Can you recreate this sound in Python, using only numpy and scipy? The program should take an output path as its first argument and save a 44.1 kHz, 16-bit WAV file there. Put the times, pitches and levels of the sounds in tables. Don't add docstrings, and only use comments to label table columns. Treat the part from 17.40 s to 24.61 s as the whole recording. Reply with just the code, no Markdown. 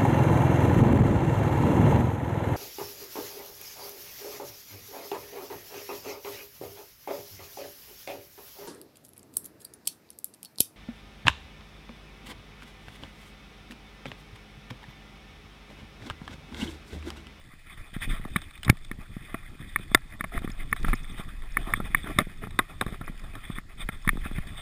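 import sys
import numpy as np
from scipy import signal
from scipy.fft import rfft, irfft, next_fast_len
from scipy.io import wavfile
from scipy.ndimage import uniform_filter1d, map_coordinates

SR = 44100
rng = np.random.default_rng(int(sys.argv[2]) if len(sys.argv) > 2 else 0)


def to_wav(s):
    ch = np.atleast_2d(s).T
    pcm = np.round(np.clip(ch, -1, 1) * 32767)
    wavfile.write(sys.argv[1], SR, pcm.astype(np.int16))


def elevation(decibels):
    levels = np.asarray(decibels, float)
    return 10 ** (levels / 20)


N = 317961

# (pitch [Hz], width [Hz], level [dB])
MID_WALL = [(1768, 176, 0)]
LOW_WALL = [(582, 204, -8.5), (1070, 277, 3.5), (1392, 85, -1)]
UPPER_WALL = [(2016, 210, -1), (2540, 3000, -6.5)]
STRUCK_HIGH_WALL = [(3610, 305, 5), (4190, 1500, -7), (4750, 720, -9.5)]
# (pitch [Hz], width [Hz], level [dB])
PADDED_WALLS = [
    [(1798, 146, 0)],
    [(1143, 270, 0)],
    [(2250, 120, -1.5), (2590, 170, -7)],
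    [(3480, 340, 0)],
]
PAD_SIDES = [-1, -1, 1, 1]
# (pitch [Hz], width [Hz], level [dB])
CLOTHED_MID_WALL = [(1890, 414, -0.5), (2124, 197, 2), (2498, 233, 0.3)]
SCRAPED_HIGH_WALL = [(3470, 180, 0), (3760, 230, -10), (3190, 150, -14.5), (5250, 230, -23)]
# (pitch [Hz], width [Hz], level [dB])
SHELL = [(290, 110, -1.5), (430, 88, -4), (663, 82, -5)]
# (pitch [Hz], width [Hz], level [dB])
DEAD_SPOTS = [(967, 390, -14.5), (1396, 92, 1), (2736, 590, -17), (4260, 780, -31)]

# (time [s], middle wall peak [dB], low wall above it [dB], upper wall above it [dB], contact [ms])
SLAMS = [
    (0.9635, -24, -6, 2, 2),
    (1.2981, -17, -12, 6, 0.92),
    (2.5472, -10, -4, -19, 1.8),
    (4.787, -12, -2, -10, 1.46),
    (5.1898, -13.5, -1, -19, 2.6),
    (5.4113, -21, 2, -9, 1.4),
]
# (time [s], middle wall peak [dB], low wall above it [dB], high wall above it [dB])
CLACKS = [(0.9602, -19, 0.5, -41), (1.2801, -26, 0.5, -23), (1.514, -29, -4.5, -11),
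          (2.3599, -14.5, -4, -20.5), (2.8086, -23.5, 1, -16), (2.977, -29.5, 3, -24),
          (3.0762, -39, 6, -24), (3.3278, -14.5, -3, -22), (3.5362, -26, -7, -18), (3.6438, -42, -13, -9),
          (4.021, -44.5, -5, -2), (4.17, -14, -3, -28), (4.337, -13, -4, -19), (4.547, -9.5, -5.5, -23.5),
          (4.804, -29, -8, -21), (4.816, -35, 2, -16), (6.185, -33, 3.5, -39), (6.6767, -19, -5, -16),
          (6.691, -11, -4, -13), (6.853, -38.5, 4, -6)]
# (time [s], middle wall peak [dB], low wall above it [dB])
SHOVES = [
    (1.2943, -23.5, 3.5),
    (1.9432, -32.5, 4.5),
    (2.8408, -28.5, 1),
    (3.4466, -29.5, 3.5),
    (3.5311, -27, 4.5),
    (6.4883, -27, 1),
]
SHOVE = -0.61, -16, 3.2
# (time [s], middle wall peak [dB], low wall above it [dB])
NUDGES = [(0.564, -52, 10), (0.85, -40.5, 10.5), (1.7656, -62, 16), (2.5154, -46, 6), (2.5734, -40, 2),
          (2.92, -52, 14), (3.02, -43, 1), (3.4824, -35, 7.5), (4.2998, -42, 5.5), (4.4008, -48, 19.5),
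          (4.643, -42.5, 3), (5.037, -40, 8.5), (5.07, -49, 13.5), (5.419, -40.5, 16.5), (5.464, -34.5, 3),
          (5.542, -43, 8.5), (5.612, -39.5, 7), (5.6783, -46.5, 15), (5.9526, -35.5, -2), (6.102, -44, 9),
          (6.648, -47.5, 10.5), (6.7708, -45, 8.5), (6.8602, -41, 6.5), (6.9113, -46.5, 7.5),
          (6.9828, -36, 0.5)]
NUDGE = -21, -7, 2.46
# (time [s], middle wall peak [dB], high wall above it [dB])
SNAPS = [(1.0176, -49, 12), (1.109, -54.5, 10), (1.1765, -53.5, 11), (1.2315, -46.5, 13.5),
         (1.2483, -54.5, 27.5), (1.37, -53, 8.5), (1.4483, -54, 13), (2.3883, -48, 1), (2.99, -58, 16),
         (3.1017, -46, 5.5), (3.363, -40.5, 5.5), (3.43, -52.5, 13), (5.1071, -50.5, 8.5), (5.796, -68, 15)]
STRUCK_TIMES = [1.2327, 1.2485, 1.2975, 1.9445, 2.5468, 4.787, 5.1899, 5.4114, 0.9638, 3.3278, 6.4883,
                1.2984, 5.03]
# (pitch [Hz], peak [dB], T60 [s])
STRUCK_MODES = [
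    [(2980, -16.5, 0.0052)],
    [(5200, -48, 0.044)],
    [(1670, -32, 0.011), (3820, -34, 0.011), (5300, -19, 0.012)],
    [(670, -31.5, 0.047), (2020, -22, 0.018)],
    [(1750, -2.5, 0.022), (2055, -3, 0.02), (3550, -9, 0.017), (1360, -12.5, 0.04), (4900, -7, 0.0089),
     (4620, -23, 0.01), (5600, -37, 0.0057), (3020, -36, .012), (314, -33, 0.027), (1126, -6, 0.024),
     (610, -29, 0.059)],
    [(1680, -3.5, 0.012), (1206, -17.5, .03), (2070, -9, 0.026), (5300, -36, .012), (770, -17, 0.02)],
    [(1098, -18, 0.054), (1264, -13, 0.039), (2010, -12, 0.024), (1570, -4.5, 0.014), (2196, -30, 0.022),
     (680, -31, 0.045), (3580, -11, 0.014), (3050, -39, .02), (5200, -31, .014), (5400, -32, .011),
     (352, -20, .025)],
    [(498, -25.5, 0.03), (384, -37, 0.036), (1590, -17, 0.015), (2000, -24, .02)],
    [(1900, -28, 0.015)],
    [(430, -32, 0.03)],
    [(444, -33, 0.023)],
    [(114, -9.5, 0.055), (227, -16, 0.036), (2218, -11.5, 0.024), (3585, -33, 0.04)],
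    [(420, -34.5, 0.092)],
]
# (pitch [Hz], T60 [s], level under the low wall [dB])
LID = [(640, 0.037, -21), (1309, 0.089, -31), (1750, 0.012, -12), (5140, 0.0093, -19.5)]
# (time [s], level [dB])
EDGES = [(0.8508, -41), (1.514, -32), (1.9432, -40), (2.8408, -35), (3.3278, -44), (3.4293, -39),
         (3.4466, -44), (6.185, -46), (6.4883, -47), (6.6767, -26), (6.691, -25), (6.853, -44),
         (4.4563, -46), (5.4645, -46)]

# (time of the peak [s], peak [dB], pitch [Hz])
THUMPS = [(0.567, -25, 185), (0.679, -28.5, 216), (0.857, -29, 211), (0.963, -19, 195), (0.968, -29, 179),
          (1.2992, -19, 232), (1.769, -26.5, 199), (2.361, -32, 332), (1.945, -24, 242), (2.519, -29, 217),
          (2.549, -11.5, 312), (2.979, -29.5, 115), (3.048, -23.5, 217), (3.447, -25, 240),
          (3.468, -30, 171), (3.533, -23, 227), (3.541, -24, 205), (4.404, -24.5, 218), (4.55, -26.5, 230),
          (4.766, -29.5, 136), (4.789, -15, 213), (4.817, -27, 242), (5.193, -21, 282), (5.415, -27, 290),
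          (5.467, -25.5, 200), (6.102, -25, 180), (6.492, -26.5, 187), (6.677, -17, 198),
          (6.861, -27.5, 236), (6.987, -23, 176)]
# (time of the peak [s], peak [dB], pitch [Hz])
LANDING = [
    (1.268, -27, 167),
    (1.286, -20, 130),
    (1.3019, -11, 165),
]
# (time of the peak [s], peak [dB], pitch [Hz])
PATTER = [(0.139, -45.5, 192), (0.38, -47.5, 164), (0.534, -41.5, 200), (0.8, -33.5, 197),
          (1.708, -41, 150), (2.041, -57, 200), (2.153, -42.5, 260), (2.205, -34, 170), (2.219, -37.5, 169),
          (2.267, -46, 200), (2.4, -34, 201), (2.942, -46, 302), (3.02, -34, 240), (3.401, -40, 200),
          (3.49, -28.5, 170), (3.702, -41, 201), (3.883, -39, 173), (4.171, -30.5, 256), (4.236, -47, 198),
          (4.276, -31.5, 202), (4.458, -34.5, 202), (4.505, -39, 202), (4.677, -39, 250), (4.7, -45, 250),
          (4.711, -36, 248), (4.822, -30.5, 151), (5.941, -41, 199), (6.403, -39.5, 202), (7.119, -42, 200)]
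BUMPS = [0.736, 1.33, 1.515, 2.81, 2.844, 2.951, 3.079, 3.097, 3.327, 3.8, 4.339, 4.377, 4.644, 5.039,
         5.074, 5.422, 5.527, 5.613, 5.7, 6.185, 6.734, 6.758, 6.777, 6.916]
# (time [s], peak [dB], pitch [Hz])
TICKS = [(3.1009, -53, 4810), (3.1173, -31, 5200), (3.3137, -38, 5270), (3.4017, -40, 5700),
         (3.2081, -48, 4740), (3.44, -50, 5730), (3.466, -50, 5700), (3.486, -51, 4900), (3.558, -38, 5680),
         (3.58, -58, 5250), (3.634, -45, 5100), (3.5528, -30.5, 5110), (3.6326, -37, 5700),
         (3.7214, -38, 5720), (3.7784, -55, 5570), (3.8362, -45, 4890), (4.121, -38, 5330),
         (4.3271, -37, 5200), (4.5694, -49, 4700), (4.9736, -45, 5230), (5.662, -41, 5130),
         (5.776, -45, 5200), (4.4563, -43, 5300), (5.7932, -43, 4820), (5.797, -43, 5330),
         (6.6059, -60, 4860), (6.624, -41, 5200), (7.0698, -42, 4540)]

# (time [s], length [s], level [dB])
BRUSHES = [(0.265, 0.043, -51), (0.303, 0.044, -48), (0.543, 0.016, -41), (0.612, 0.045, -34.5),
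           (0.69, 0.062, -37), (0.752, 0.035, -42.5), (0.951, 0.092, -48), (1.133, 0.02, -49),
           (2.196, 0.028, -44.5), (3.081, 0.02, -48), (3.363, 0.02, -50), (3.695, 0.025, -49),
           (3.888, 0.022, -42.5), (4.353, 0.034, -43), (4.56, 0.03, -46.5), (6.039, 0.051, -47.5),
           (6.108, 0.026, -47), (6.215, 0.069, -69), (6.399, 0.036, -35.5), (6.515, 0.044, -48),
           (6.657, 0.014, -53), (6.7, 0.0049, -65), (7.071, 0.033, -49.5), (7.17, .1, -47.5)]
# (time [s], length [s], level [dB])
RUBS = [(0.375, 0.12, -54.5), (2.404, 0.023, -47), (3.035, 0.018, -39), (3.181, 0.055, -44),
        (3.47, 0.04, -37.5), (3.523, 0.086, -54), (3.771, 0.043, -41), (4.445, 0.039, -42.5),
        (4.738, 0.053, -43.5), (6.154, 0.035, -43), (6.292, 0.061, -55), (6.378, 0.022, -45),
        (6.843, 0.049, -44), (6.955, 0.026, -48)]
# (time [s], length [s], level [dB])
DRAGS = [(0.871, 0.014, -54), (1.251, 0.061, -47), (1.608, 0.026, -52), (1.887, 0.02, -52.5),
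         (2.726, 0.016, -51.5), (2.795, 0.01, -40), (2.928, 0.055, -39.5), (4.03, 0.015, -46.5),
         (4.169, 0.058, -47), (4.263, 0.061, -43), (4.66, 0.063, -39.5), (4.787, 0.025, -30.5),
         (5.022, 0.036, -43), (5.203, 0.029, -48.5), (5.294, 0.049, -49.5), (5.416, 0.015, -37.5),
         (5.475, 0.034, -48), (5.521, 0.033, -43.5), (5.679, 0.012, -39), (5.835, 0.017, -49.5),
         (5.937, 0.037, -53)]
# (time [s], level [dB])
TRAIL = [(0.0, -53.5), (0.26, -59.5), (0.56, -56), (0.7, -49), (0.82, -53), (1.47, -56.5), (1.83, -51.5),
         (2.47, -52), (2.81, -57), (3.55, -46.5), (3.97, -55), (4.26, -48), (4.75, -48), (5.0, -54),
         (6.12, -51.5), (6.22, -63.5), (6.7, -53), (7.21, -46.5)]
# (time [s], sway [dB], time to lose half [s])
LURCHES = [(0.4, -33, 0.01), (0.57, -37, 0.034), (0.72, -17.5, 0.024), (0.88, -32.5, 0.048),
           (1.38, -39, 0.21), (2.11, -47, 0.35), (2.49, -44, 0.049), (2.971, -21, 0.014), (3.25, -30, 0.36),
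           (3.49, -11.5, 0.022), (3.93, -37, 0.099), (4.3, -26.5, 0.23), (4.68, -32, 0.083),
           (5.1, -37, 0.026), (5.48, -24, 0.01), (5.86, -34, 0.27), (6.14, -36, .05), (6.461, -25, 0.013),
           (6.681, -16, 0.0085), (6.82, -24, 0.13), (7.0, -29, 0.022)]
# (frequency [Hz], level per Hz [dB])
SWAY = [(10, -10), (25, 4), (45, -13), (70, -16), (100, -57)]
RUMBLE = [(29, -15.5), (50, -3.5), (76, -0.5), (138, -4), (362, -17.5), (483, -27), (788, -38.5),
          (1000, -36), (1300, -99), (2200, -120)]


def unit(x):
    return x / np.sqrt(np.mean(x ** 2) + 1e-20)


def place(out, s, sound):
    out[round(s * SR):][:len(sound)] += sound


def track(tail):
    return np.zeros(N + tail), np.arange(tail) / SR


def wobble(rate):
    knots = rng.standard_normal(int(N * rate / SR) + 4)
    return map_coordinates(knots, [np.arange(N) * rate / SR])


def filtered(x, response):
    m = next_fast_len(N + SR // 2)
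    return irfft(rfft(x, m) * response(np.fft.rfftfreq(m, 1 / SR)), m)[:N]


def highpassed(x, corner_hz):
    return filtered(x, lambda f: (1j * f / (corner_hz + 1j * f)) ** 2)


def coloured(spectrum):
    hz, db = np.transpose(spectrum)
    noise = rng.standard_normal(N)
    return unit(filtered(noise, lambda f: elevation(np.interp(np.log(f + 1), np.log(hz), db))))


def impulse():
    return np.eye(1, N)[0]


def ring(x, modes):
    def body(f):
        total = 0
        for k, (hz, width, db) in enumerate(modes):
            total = total + (-1) ** k * elevation(db) * 1j * f * width / (hz * hz - f * f + 1j * f * width)
        return total
    return filtered(x, body) / np.abs(filtered(impulse(), body)).max()


def contacts():
    knocks_list = [("slam", s, db, low, upper, -3, ms) for s, db, low, upper, ms in SLAMS]
    for s, db, low, high in CLACKS:
        knocks_list.append(("clack", s, db, low, -8.5 - 0.36 * low, high, 1.3))
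    knocks_list += [("shove", s, db, low, *SHOVE) for s, db, low in SHOVES]
    knocks_list += [("nudge", s, db, low, *NUDGE) for s, db, low in NUDGES]
    knocks_list += [("snap", s, db, 0, 0.58 * high, high - 3.5, 4.3) for s, db, high in SNAPS]
    return knocks_list


def knocks():
    out, t = track(4096)
    t = t[:2048]

    def band(order, hz, kind="bandpass"):
        return signal.butter(order, hz, kind, fs=SR, output="sos")

    bare = np.array([ring(impulse(), wall)[:len(t)]
                     for wall in (MID_WALL, LOW_WALL, UPPER_WALL, STRUCK_HIGH_WALL)])
    bare[:3] = signal.sosfilt(band(4, [600, 2550]), bare[:3])
    padded = np.array([side * ring(impulse(), wall)[:len(t)] for side, wall in zip(PAD_SIDES, PADDED_WALLS)])
    padded[3] = signal.sosfilt(band(2, [2900, 4000]), padded[3])
    pad = band(3, [930, 2420])
    stiff = band(2, 950, "highpass")
    for kind, s, db, low_db, upper_db, high_db, ms in contacts():
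        on_pad = kind == "clack"
        chatter = rng.standard_normal((4, len(t))) * np.exp(-t / (ms / 1000))
        blow = 5 if on_pad else 0.58
        chatter[:, 0] += blow * np.linalg.norm(chatter, axis=1)
        rung = signal.fftconvolve(chatter, padded if on_pad else bare, axes=1)
        if on_pad:
            rung[:3] = signal.sosfilt(pad, rung[:3])
        if kind == "slam":
            rung[1] = signal.sosfilt(stiff, rung[1])
        rung /= np.abs(rung).max(axis=1)[:, None]
        wall_db = db + np.array([3, low_db + 5.5, upper_db + 6.0, high_db + 5])
        place(out, s, elevation(wall_db) @ rung)
    return out[:N]


def struck():
    out, t = track(4096)
    onset = 1 - np.exp(-t / 0.00065)
    for s, modes in zip(STRUCK_TIMES, STRUCK_MODES):
        for hz, db, t60 in modes:
            place(out, s, elevation(db - 60 * t / t60) * onset * np.sin(2 * np.pi * hz * t))
    return out[:N]


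def lid():
    out, t = track(4096)
    for s, db, low_db, *_ in SLAMS:
        ringing = np.zeros(len(t))
        for hz, t60, under_db in LID:
            mode_db = under_db + rng.normal(0, 0.93) - 60 * t / t60
            ringing += elevation(mode_db) * np.sin(2 * np.pi * hz * t)
        place(out, s, elevation(db + low_db) * (1 - np.exp(-t / 0.003)) * ringing)
    return out[:N]


def edges():
    out, t = track(512)
    for s, db in EDGES:
        burst = rng.standard_normal(len(t)) * np.exp(-t / 0.00097)
        place(out, s, elevation(db) * burst / np.abs(burst).max())
    return highpassed(out[:N], 1200)


def cracks():
    out, t = track(512)
    for s, db, high_db in SNAPS:
        burst = rng.standard_normal(len(t)) * np.exp(-t / 0.0005)
        place(out, s, elevation(db + high_db + 12) * burst / np.linalg.norm(burst) * 2)
    return highpassed(out[:N], 2200)


def thumps():
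    out, t = track(4096)
    after = np.sin(2 * np.pi * 120 * t) * elevation(-60 * t / 0.072) * (1 - np.exp(-t / 0.0033)) ** 2
    bump_hz = 201.7
    bumps = [(s, -30, bump_hz) for s in BUMPS]
    faint_bumps = [(s, -32, bump_hz) for s in (1.59, 4.873, 6.7)]
    for s, db, hz in THUMPS + LANDING + PATTER + bumps + faint_bumps:
        side, edge = rng.standard_normal(2)
        if db > -24.7:
            side = 1 if (s, db, hz) in LANDING else -1
        hz = 0.91 * hz
        turns = t * hz
        swing = np.sin(2 * np.pi * turns) * np.exp(-turns / 0.39) * turns ** 0.81
        quick = np.sin(2 * np.pi * 1.72 * turns) * np.exp(-turns / 0.34) * np.tanh(edge)
        jolt = swing + 0.22 * quick + 0.062 * after
        place(out, s - 0.45 / hz, elevation(db + 16.5) * np.sign(side) * jolt)
    return out[:N]


def ticks():
    out, t = track(2048)
    onset = 1 - np.exp(-t / 0.0008)
    for s, db, hz in TICKS:
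        place(out, s, elevation(db - 1 - 60 * t / 0.013) * onset * np.sin(2 * np.pi * hz * t))
    return out[:N]


def trail_db():
    s, db = np.transpose(TRAIL)
    return np.interp(np.arange(N) / SR, s, db)


def strokes():
    kinds = (BRUSHES, -22), (RUBS, -8.5), (DRAGS, 2.5)
    return [(*row, dull_db) for rows, dull_db in kinds for row in rows]


def grit(wall, rate, grain):
    grains = (rng.random(N) < rate / SR) * rng.standard_normal(N) * grain
    return unit(ring(rng.standard_normal(N) + grains, wall))


def patchy(x, depth_db):
    z = signal.stft(x, nperseg=256)[2]
    field = uniform_filter1d(rng.standard_normal(z.shape), size=3, axis=0)
    field = uniform_filter1d(field, size=14, axis=1)
    return signal.istft(z * elevation(depth_db * unit(field)), nperseg=256)[1][:N]


def scrape():
    t, dull = np.arange(N) / SR, np.zeros(N)
    bright = elevation(trail_db() + 1.0) * elevation([[0], [0], [-2.5]])
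    tilt = np.array([[-0.3], [0], [0.4]])
    for s, length, db, dull_db in strokes():
        near = slice(max(round((s - 0.05) * SR), 0), round((s + length + 0.1) * SR))
        rise = 1 / (1 + np.exp((s - t[near]) / 0.0029))
        stroke = rise / (1 + np.exp((t[near] - s - length) / 0.0054))
        bright[:, near] += elevation(db - 1.0 - (dull_db + 17.0) * tilt) * stroke
        dull[near] += elevation(db + dull_db - 0.5) * stroke
    flutter = elevation(1.06 * wobble(45) + 0.98 * wobble(150))
    hiss = np.zeros(N)
    for wall, db, level in zip((LOW_WALL, CLOTHED_MID_WALL, SCRAPED_HIGH_WALL), (-8, -4, -8), bright):
        hiss += level * elevation(db + 2.0 * wobble(25)) * grit(wall, rate=400, grain=7.7)
    hiss = filtered(hiss, lambda f: elevation(-6 / (1 + (4150 / (f + 1)) ** 20)))
    return flutter * (patchy(hiss, depth_db=3) + 0.7 * dull * grit(SHELL, rate=110, grain=7.4))


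def shake():
    t, ground_db = np.arange(N) / SR, trail_db()
    sway = elevation(-55.5) * np.ones(N)
    for s, db, half in LURCHES:
        sway += elevation(db - 6.0) * 2 ** (-np.abs(t - s) / half)
    sway_db = 20 * np.log10(sway)
    rumble_db = -48.5 + 0.56 * (ground_db - ground_db.mean()) + 0.39 * (sway_db - sway_db.mean())
    lumps = elevation(7 * np.tanh(wobble(30)) + 0.8 * wobble(12))
    return sway * coloured(SWAY) + elevation(rumble_db) * unit(lumps * coloured(RUMBLE))


def jingle():
    out, t = track(512)
    for when, pitch, size in rng.random((260, 3)):
        hz = 4500 + 1400 * pitch
        place(out, when * N / SR, elevation(-61 + 8 * size - 60 * t / 0.008) * np.sin(2 * np.pi * hz * t))
    return out[:N]


def scene():
    def gaps(f):
        response = 1
        for hz, width, db in DEAD_SPOTS:
            spring, loss = hz * hz - f * f, 1j * f * width
            response = response * (spring + loss * elevation(db)) / (spring + loss)
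        return response
    case = filtered(knocks() + scrape(), gaps)
    blows = struck() + lid() + edges() + cracks() + thumps()
    return (case + blows + ticks() + shake() + jingle())[None]


def gain_control(x):
    over = (np.abs(x) > 0.62).astype(float)
    t = np.arange(SR // 4) / SR
    memory = signal.fftconvolve(over, (t > 0.006) * np.exp(-t / 0.012))[:N]
    return x * elevation(-5 * np.tanh(memory / 25))


def roll_off(x):
    return signal.sosfilt(signal.butter(12, 16510, fs=SR, output="sos"), x)


def record(dry):
    hold_hz, top_hz, edge_hz = 12000, 15330, 70
    slow = dry[0] + elevation(-60.0) * rng.standard_normal(N)
    slow = filtered(slow, lambda f: 1 / (1 + (f / 5750) ** 24))
    slow = gain_control(slow)
    slow = slow / (1 + np.abs(slow / 0.82) ** 20) ** (1 / 20)
    mirrored = slow * (1 + 2 * np.cos(2 * np.pi * hold_hz * np.arange(N) / SR))
    held = filtered(mirrored, lambda f: np.sinc(f / hold_hz) * elevation(-15 - 15.38 * np.tanh((f - top_hz) / edge_hz)))
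    return roll_off(held[None])


dry = scene()
out = record(dry)
to_wav(out)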